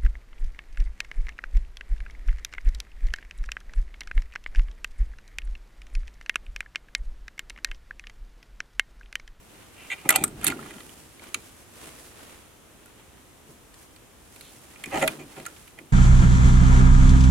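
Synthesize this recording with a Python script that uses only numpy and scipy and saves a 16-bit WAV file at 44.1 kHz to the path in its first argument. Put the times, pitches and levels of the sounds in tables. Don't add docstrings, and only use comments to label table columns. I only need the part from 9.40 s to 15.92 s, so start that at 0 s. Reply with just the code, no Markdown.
import sys
import numpy as np
from scipy import signal
from scipy.fft import rfft, irfft
from scipy.io import wavfile
from scipy.ndimage import uniform_filter1d

SR = 44100
rng = np.random.default_rng(int(sys.argv[2]) if len(sys.argv) > 2 else 0)


def dump(signal):
    limited = np.clip(np.atleast_2d(signal).T, -1, 1)
    pcm = np.round(limited * 32767).astype(np.int16)
    wavfile.write(sys.argv[1], SR, pcm)


N = 287532
TIME = np.arange(N) / SR

# (frequency [Hz], correlation [-1 to 1])
NEAR_CORRELATION = [(100, 0.98), (350, 0.95), (700, 0.69), (2400, 0.38), (4400, 0.52), (8000, 0.12),
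                    (15000, .1)]
# (frequency [Hz], correlation [-1 to 1])
DIFFUSE_CORRELATION = [(50, 0.94), (130, 0.44), (350, 0.43), (700, 0.35), (1500, 0.26), (4000, 0.15),
                       (15000, 0)]


def from_db(db):
    return 10 ** (np.asarray(db) / 20)


def rms_one(x):
    return x / np.sqrt(np.mean(x ** 2) + 1e-20)


def over(x, seconds):
    energy = np.sum(x ** 2) / 2
    return x / np.sqrt(energy / (seconds * SR) + 1e-20)


def at_hz(points, hz):
    table_hz, value = np.transpose(points)
    return np.interp(np.log(hz + 1e-6), np.log(table_hz), value)


def drift(rate):
    knots = rng.standard_normal(int(N / SR * rate) + 2)
    return rms_one(np.interp(TIME * rate, np.arange(len(knots)), knots))


def noise(correlation, spectrum=None, size=N):
    hz = np.fft.rfftfreq(size, 1 / SR)
    alike = np.clip(at_hz(correlation, hz), -1, 1)
    mid, side = rfft(rng.standard_normal((2, size)))
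    stereo = np.sqrt(1 + alike) * mid + np.sqrt(1 - alike) * side * [[1], [-1]]
    if spectrum is not None:
        stereo = stereo * from_db(at_hz(spectrum, hz))
    return rms_one(irfft(stereo, size))


def envelope(s, rise, hold, t60):
    attack = np.exp(-(np.minimum(TIME - s, 0) / rise) ** 2)
    return attack * from_db(-60 * np.clip((TIME - s - hold) / t60, 0, 2))


def resonate(force, modes, centre_hz, focus_db, vary_db):
    out = 0
    for k, (hz, width, db) in enumerate(modes):
        r = np.exp(-np.pi * width / SR)
        octaves = abs(np.log2(hz / centre_hz))
        gain = from_db(db - focus_db * octaves + vary_db * rng.standard_normal())
        zeros = np.array([1, 0, -1]) * (1 - r * r) / 2
        poles = [1, -2 * r * np.cos(2 * np.pi * hz / SR), r * r]
        out = out + (-1) ** k * gain * signal.lfilter(zeros, poles, force + 1e-18)
    return out


def add(out, s, sound):
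    at = max(int(s * SR), 0)
    out[:, at:at + sound.shape[1]] += sound[:, :N - at]


def placed(x, share=1):
    # (time [s], left minus right level at full share [dB])
    path = [(.7, -1.5), (1.2, -4.5), (1.9, -2), (2.5, -2), (4.6, -2.5), (5.6, -3), (6.3, -3.5)]
    pan_db = share * np.interp(TIME, *np.transpose(path))
    return x * from_db([pan_db / 2, -pan_db / 2])


def room_hiss(level_db=-52.5):
    # (frequency [Hz], relative spectral level [dB])
    hiss_colour = [(16, -47), (28, -5.5), (69, 1.5), (190, -4.5), (306, -3), (626, -9.5), (1250, -12),
                   (1500, -14), (3250, -16.5), (4720, -22.5), (5990, -19.5), (9660, -18), (14800, -25),
                   (16000, -33)]
    return from_db(level_db) * noise(DIFFUSE_CORRELATION, hiss_colour)


def cloth(grain_db=1.47, folds_db=1.5, rise_share=0.39):
    # (time of peak [s], rise plus fall to 1/e of peak power [s],
    # brushing level before grain [dB], swish level before grain [dB])
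    swells = [(0.156, 0.14, -52.5, -58), (0.507, 0.41, -51, -55), (1.093, 0.4, -50.5, -55.5),
              (1.41, 0.37, -55, -52.5), (1.85, 0.16, -51.5, -57.5), (2.02, 0.54, -57.5, -56.5),
              (2.454, 0.18, -48, -50), (2.63, 0.15, -54, -52), (2.844, 0.27, -51, -54.5),
              (3.48, 0.44, -62, -72), (3.594, 0.033, -56.5, -70), (3.78, 0.046, -58, -70),
              (4.11, .05, -62, -57), (4.39, 0.084, -59, -55.5), (5.048, 0.32, -56.5, -52.5),
              (5.403, 0.31, -53.5, -55.5), (5.593, .18, -40, -43), (6.012, 0.33, -51.5, -54),
              (6.175, 0.15, -67, -56)]
    # (frequency [Hz], relative spectral level [dB])
    brush_colour = [(150, -2), (300, 6.5), (600, 0), (1500, -1), (3000, -3), (4500, -10), (7000, -49)]
    # (frequency [Hz], relative spectral level [dB])
    swish_colour = [(3000, -14), (5000, -5), (7000, -4), (10000, -1.5), (12000, -6.5), (16000, -14)]
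    brush_power = swish_power = 0
    for s, length, brush_db, swish_db in swells:
        width = length * np.where(TIME < s, rise_share, 1 - rise_share)
        swell = np.exp(-((TIME - s) / width) ** 2)
        brush_power = brush_power + swell * from_db(brush_db) ** 2
        swish_power = swish_power + swell * from_db(swish_db) ** 2
    catch = from_db(grain_db * drift(400) + folds_db * drift(35))
    brush = np.sqrt(brush_power) * noise(DIFFUSE_CORRELATION, brush_colour)
    swish = np.sqrt(swish_power) * noise(DIFFUSE_CORRELATION, swish_colour)
    return catch * (brush + swish)


def cabinet_shake(rise_s=0.011):
    # (time of peak [s], level [dB], decay by 60 dB [s])
    jolts = [(0.665, -36.5, 1.7), (0.82, -33.5, 0.39), (1.0, -41, 1.8), (1.08, -33.5, 0.61),
             (1.364, -42, 0.086), (1.96, -44.5, 0.16), (2.476, -45, .13), (4.104, -46, .2),
             (5.476, -39.5, 0.16), (5.545, -32, 0.87), (5.63, -32, 0.43), (5.8, -38.5, 0.2),
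             (5.98, -42.5, 0.43), (6.399, -46.5, 0.32)]
    # (frequency [Hz], relative spectral level [dB])
    panel_colour = [(50, -20), (100, -12.5), (130, -4.5), (149, 3.5), (175, -7), (215, -1.5), (330, 1),
                    (400, -2.5), (480, -11), (900, -17), (2000, -37)]
    power = sum((from_db(db) * envelope(s, rise_s, 0, t60)) ** 2 for s, db, t60 in jolts)
    return np.sqrt(power) * noise(NEAR_CORRELATION, panel_colour)


def clothes_sway(rise_s=0.036, t60_s=1.1):
    # (time of full level [s], hold [s], level [dB])
    swings = [(0.81, 0.22, -47), (2.0, .05, -60), (5.53, .06, -51)]
    # (frequency [Hz], relative spectral level [dB])
    sway_colour = [(20, -20), (40, -1.5), (70, -4), (120, -6), (250, -59)]
    sway = sum(from_db(db) * envelope(s, rise_s, hold, t60_s) for s, hold, db in swings)
    return sway * noise(NEAR_CORRELATION, sway_colour)


def wardrobe(x, t60=0.18, wet_db=-13.5, gap_s=0.0059):
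    t = TIME[:SR // 2]
    tail_colour = [(200, 17.5), (2500, -5.5), (5000, -2), (15000, -14)]   # (Hz, relative dB)
    tail = noise(DIFFUSE_CORRELATION, tail_colour, size=len(t))
    tail = tail * from_db(-60 * t / t60) * (t > gap_s)
    tail = over(tail, 1 / SR)
    return x + from_db(wet_db) * signal.fftconvolve(x, tail, axes=1)[:, :N]


def rail_ring(force, centre_hz):
    # (frequency [Hz], bandwidth [Hz], relative level [dB])
    rail_modes = [(314, 49, 0.5), (421, 20, -0.5), (545.6, 30, 2), (637, 22, 2), (747, 42, 4), (828, 90, 1),
                  (973, 140, -4.5), (1308, 24, -1.5)]
    return resonate(force, rail_modes, centre_hz, focus_db=9.0, vary_db=2.0)


def arm_ring(force, centre_hz, focus_db, top_hz=4320.0):
    # (frequency [Hz], bandwidth [Hz], relative level [dB])
    arm_modes = [(1234, 114, -7.5), (1403, 43, -2), (1700, 150, -8.5), (1995, 77, -2), (2197, 115, -6),
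                 (2418, 62, 0.5), (2703, 110, -4.5), (3090, 120, -3.5), (3570, 320, -8), (4320, 380, -5)]
    ring = resonate(force, arm_modes, centre_hz, focus_db, vary_db=3.5)
    return signal.sosfilt(signal.butter(4, top_hz, fs=SR, output="sos"), ring)


def hook_ring(force, centre_hz, focus_db, low_hz=6200.0):
    # (frequency [Hz], bandwidth [Hz], relative level [dB])
    hook_modes = [(6670, 340, -4), (7240, 160, -1), (7440, 750, -5), (8240, 210, 0), (8650, 190, -2.5),
                  (9800, 590, -4.5), (10420, 140, 0.5), (11300, 570, 0), (12350, 120, -9), (12800, 500, -4),
                  (14700, 500, -12)]
    ring = resonate(force, hook_modes, centre_hz, focus_db, vary_db=3.5)
    return signal.sosfilt(signal.butter(3, low_hz, "high", fs=SR, output="sos"), ring)


def slip_pulses(slips_per_s=396.0, wander=.05, uneven_db=3.0):
    cycles = np.cumsum(slips_per_s * (1 + wander * drift(150))) / SR
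    kicks = np.diff(np.floor(cycles), prepend=0)
    return rms_one(kicks * from_db(uneven_db * drift(300)))


def slides(grit_per_s=380.0, rough_db=4.5, snag_db=2.5, swell=0.55):
    # (start [s], end [s], rail level [dB], arm level [dB],
    # favoured rail frequency [Hz], favoured arm frequency [Hz], regular share of power [0-1])
    drags = [(0.356, 0.49, -78, -53, 800, 2460, 0.96), (0.499, 0.54, -50.5, -29.5, 910, 2440, 0.69),
             (0.556, 0.628, -77, -53.5, 800, 2450, 1), (0.635, 0.685, -43, -47.5, 870, 2400, 0.4),
             (0.691, 0.74, -35, -33, 830, 1800, 0.24), (0.737, 0.761, -30.5, -28, 850, 2850, 0.56),
             (0.747, 0.845, -41.5, -42, 820, 2470, 0.14), (1.02, 1.126, -45, -38.5, 1040, 1980, 0),
             (1.193, 1.417, -60, -54.5, 1010, 1790, 0), (5.006, 5.128, -81, -59, 800, 4380, .7),
             (5.443, 5.517, -68, -58, 410, 2000, 0.9), (5.508, 5.559, -35, -39.5, 736, 2210, 0.58),
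             (5.535, 5.6, -30.5, -35.5, 740, 2000, 0.17), (5.608, 5.651, -24.5, -27, 610, 1980, 0.22),
             (5.78, 5.832, -54.5, -50.5, 400, 2010, .15), (5.956, 5.997, -47, -52.5, 754, 1900, 0.04),
             (6.366, 6.406, -58, -57, 620, 2120, 0.77)]
    grit_focus_db, squeak_focus_db = 4.5, 23.5
    grit_hook_db, squeak_hook_db = -7.5, -21.5
    out = np.zeros((2, N))
    grit = noise(NEAR_CORRELATION) * from_db(rough_db * drift(grit_per_s) + snag_db * drift(110))
    pulses = slip_pulses()
    for start, end, rail_db, arm_db, rail_hz, arm_hz, regular in drags:
        length, share = max(end - start, .01), np.clip(regular, 0, 1)
        span = slice(int(start * SR), int((start + length + .1) * SR))
        friction = np.sqrt(1 - share) * grit[:, span] + np.sqrt(share) * pulses[span]
        progress = np.minimum(TIME[:friction.shape[1]] / length, 1)
        force = friction * np.abs(np.sin(np.pi * progress)) ** swell
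        focus = grit_focus_db + share * (squeak_focus_db - grit_focus_db)
        hook_db = arm_db + grit_hook_db + share * (squeak_hook_db - grit_hook_db)
        rail = rail_ring(force, rail_hz)
        arm = arm_ring(force, arm_hz, focus, top_hz=max(3400.0, arm_hz))
        hook = hook_ring(force, 6400, focus_db=23.0, low_hz=4900.0)
        sound = from_db(rail_db) * over(rail, length) + from_db(arm_db) * over(arm, length)
        add(out, start, sound + from_db(hook_db) * over(hook, length))
    return out


def clacks(arm_db=-10.5, hook_db=-5.0, crack_db=-13.5, rise_s=0.0004, lead_s=.001, hook_focus_db=22.0):
    # (time [s], relative arm level [dB], relative hook level [dB],
    # favoured arm frequency [Hz], favoured hook frequency [Hz], arm focus [dB per octave])
    meetings = [(0.6911, -5, -10, 1880, 7900, 34), (0.7046, -10.5, -14, 1470, 12100, 6),
                (0.7257, -23, -33, 3050, 7850, 17), (0.7593, -12.5, -12.5, 2100, 8850, 5),
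                (0.839, -17, -14, 1290, 8450, 12), (0.8485, -35, -34, 1160, 10500, 19),
                (0.8788, -39, -38, 1200, 7700, 2), (1.013, -34, -46, 1150, 7740, 9),
                (1.0321, -26, -44, 1400, 8710, 24), (1.0442, -23.5, -18, 1430, 10300, 22),
                (1.0671, -15.5, -17.5, 3680, 8300, 20), (1.0754, -19, -20, 3080, 9200, 5),
                (1.0815, -17, -23, 1370, 10200, 9), (1.1007, -18.5, -38, 2320, 10300, 33),
                (1.1215, -20.5, -55, 1220, 9530, 23), (1.1727, -41, -62, 1870, 8560, 7),
                (1.191, -28, -67, 1220, 7700, 34), (1.228, -34, -68, 1100, 7610, 18),
                (1.2595, -34.5, -67, 1250, 8800, 22), (1.3071, -30.5, -50, 1790, 10200, 21),
                (1.404, -34, -56, 2090, 10800, 11), (1.4928, -39, -51, 2950, 9780, 28),
                (1.7945, -37.5, -64, 1240, 7160, 1), (1.8382, -37, -50, 1060, 9580, 9),
                (1.944, -14.5, -27, 2440, 6600, 9), (3.459, -44, -51, 1020, 10600, 14),
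                (4.342, -44, -54, 3700, 6400, 8), (4.562, -42.5, -54, 1770, 8060, -4),
                (4.961, -41.5, -49, 2740, 11500, 9), (5.01, -36.5, -46, 4100, 10400, 9),
                (5.359, -37.5, -63, 2100, 8000, 15), (5.4385, -21.5, -39.5, 2270, 9350, 24),
                (5.459, -29, -42, 2100, 6540, 20), (5.677, -10, -23.5, 2250, 8550, 19),
                (5.9664, -34.5, -61, 1620, 8950, 16), (6, -34.5, -52, 2540, 7730, 12),
                (6.0533, -31.5, -45, 2530, 8200, -6), (6.0638, -24, -33.5, 1400, 6590, 28),
                (6.164, -43, -62, 2740, 10600, 7), (6.2773, -41.5, -52, 2140, 10400, 17),
                (6.3877, -30.5, -55, 2050, 9800, 21)]
    # (frequency [Hz], relative spectral level [dB])
    crack_colour = [(500, -20.5), (1500, 9.5), (5000, -0.5), (10000, 4.5), (16000, -9)]
    chatter_t60_s, crack_stretch = 0.022, 1.28
    out, t = np.zeros((2, N)), TIME[:SR // 5]
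    attack = 1 - np.exp(-(t / rise_s) ** 2)
    fade_db = -60 * t / chatter_t60_s
    for s, arm_level, hook_level, arm_hz, hook_hz, focus in meetings:
        chatter = noise(NEAR_CORRELATION, size=len(t)) * attack * from_db(fade_db)
        arm = arm_ring(chatter, arm_hz, focus)
        hook = hook_ring(chatter, hook_hz, hook_focus_db)
        crack = noise(NEAR_CORRELATION, crack_colour, size=len(t)) * attack
        crack = crack * from_db(fade_db / crack_stretch)
        sound = from_db(arm_level + arm_db) * over(arm, 0.0079)
        sound = sound + from_db(hook_level + hook_db) * over(hook, 0.014)
        sound = sound + from_db((arm_level + hook_level) / 2 + crack_db) * over(crack, 0.019)
        add(out, s - lead_s, sound)
    return out


def scene():
    background = room_hiss() + placed(cloth(), share=.6)
    body = cabinet_shake() + clothes_sway()
    hangers = placed(slides(), share=0.65) + placed(clacks())
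    return background + body + wardrobe(hangers)


def record(dry):
    low_pass = signal.ellip(10, .2, 70, 16200, fs=SR, output="sos")
    return signal.sosfilt(low_pass, np.clip(dry, -1, 1))


dry = scene()
out = record(dry)
dump(out)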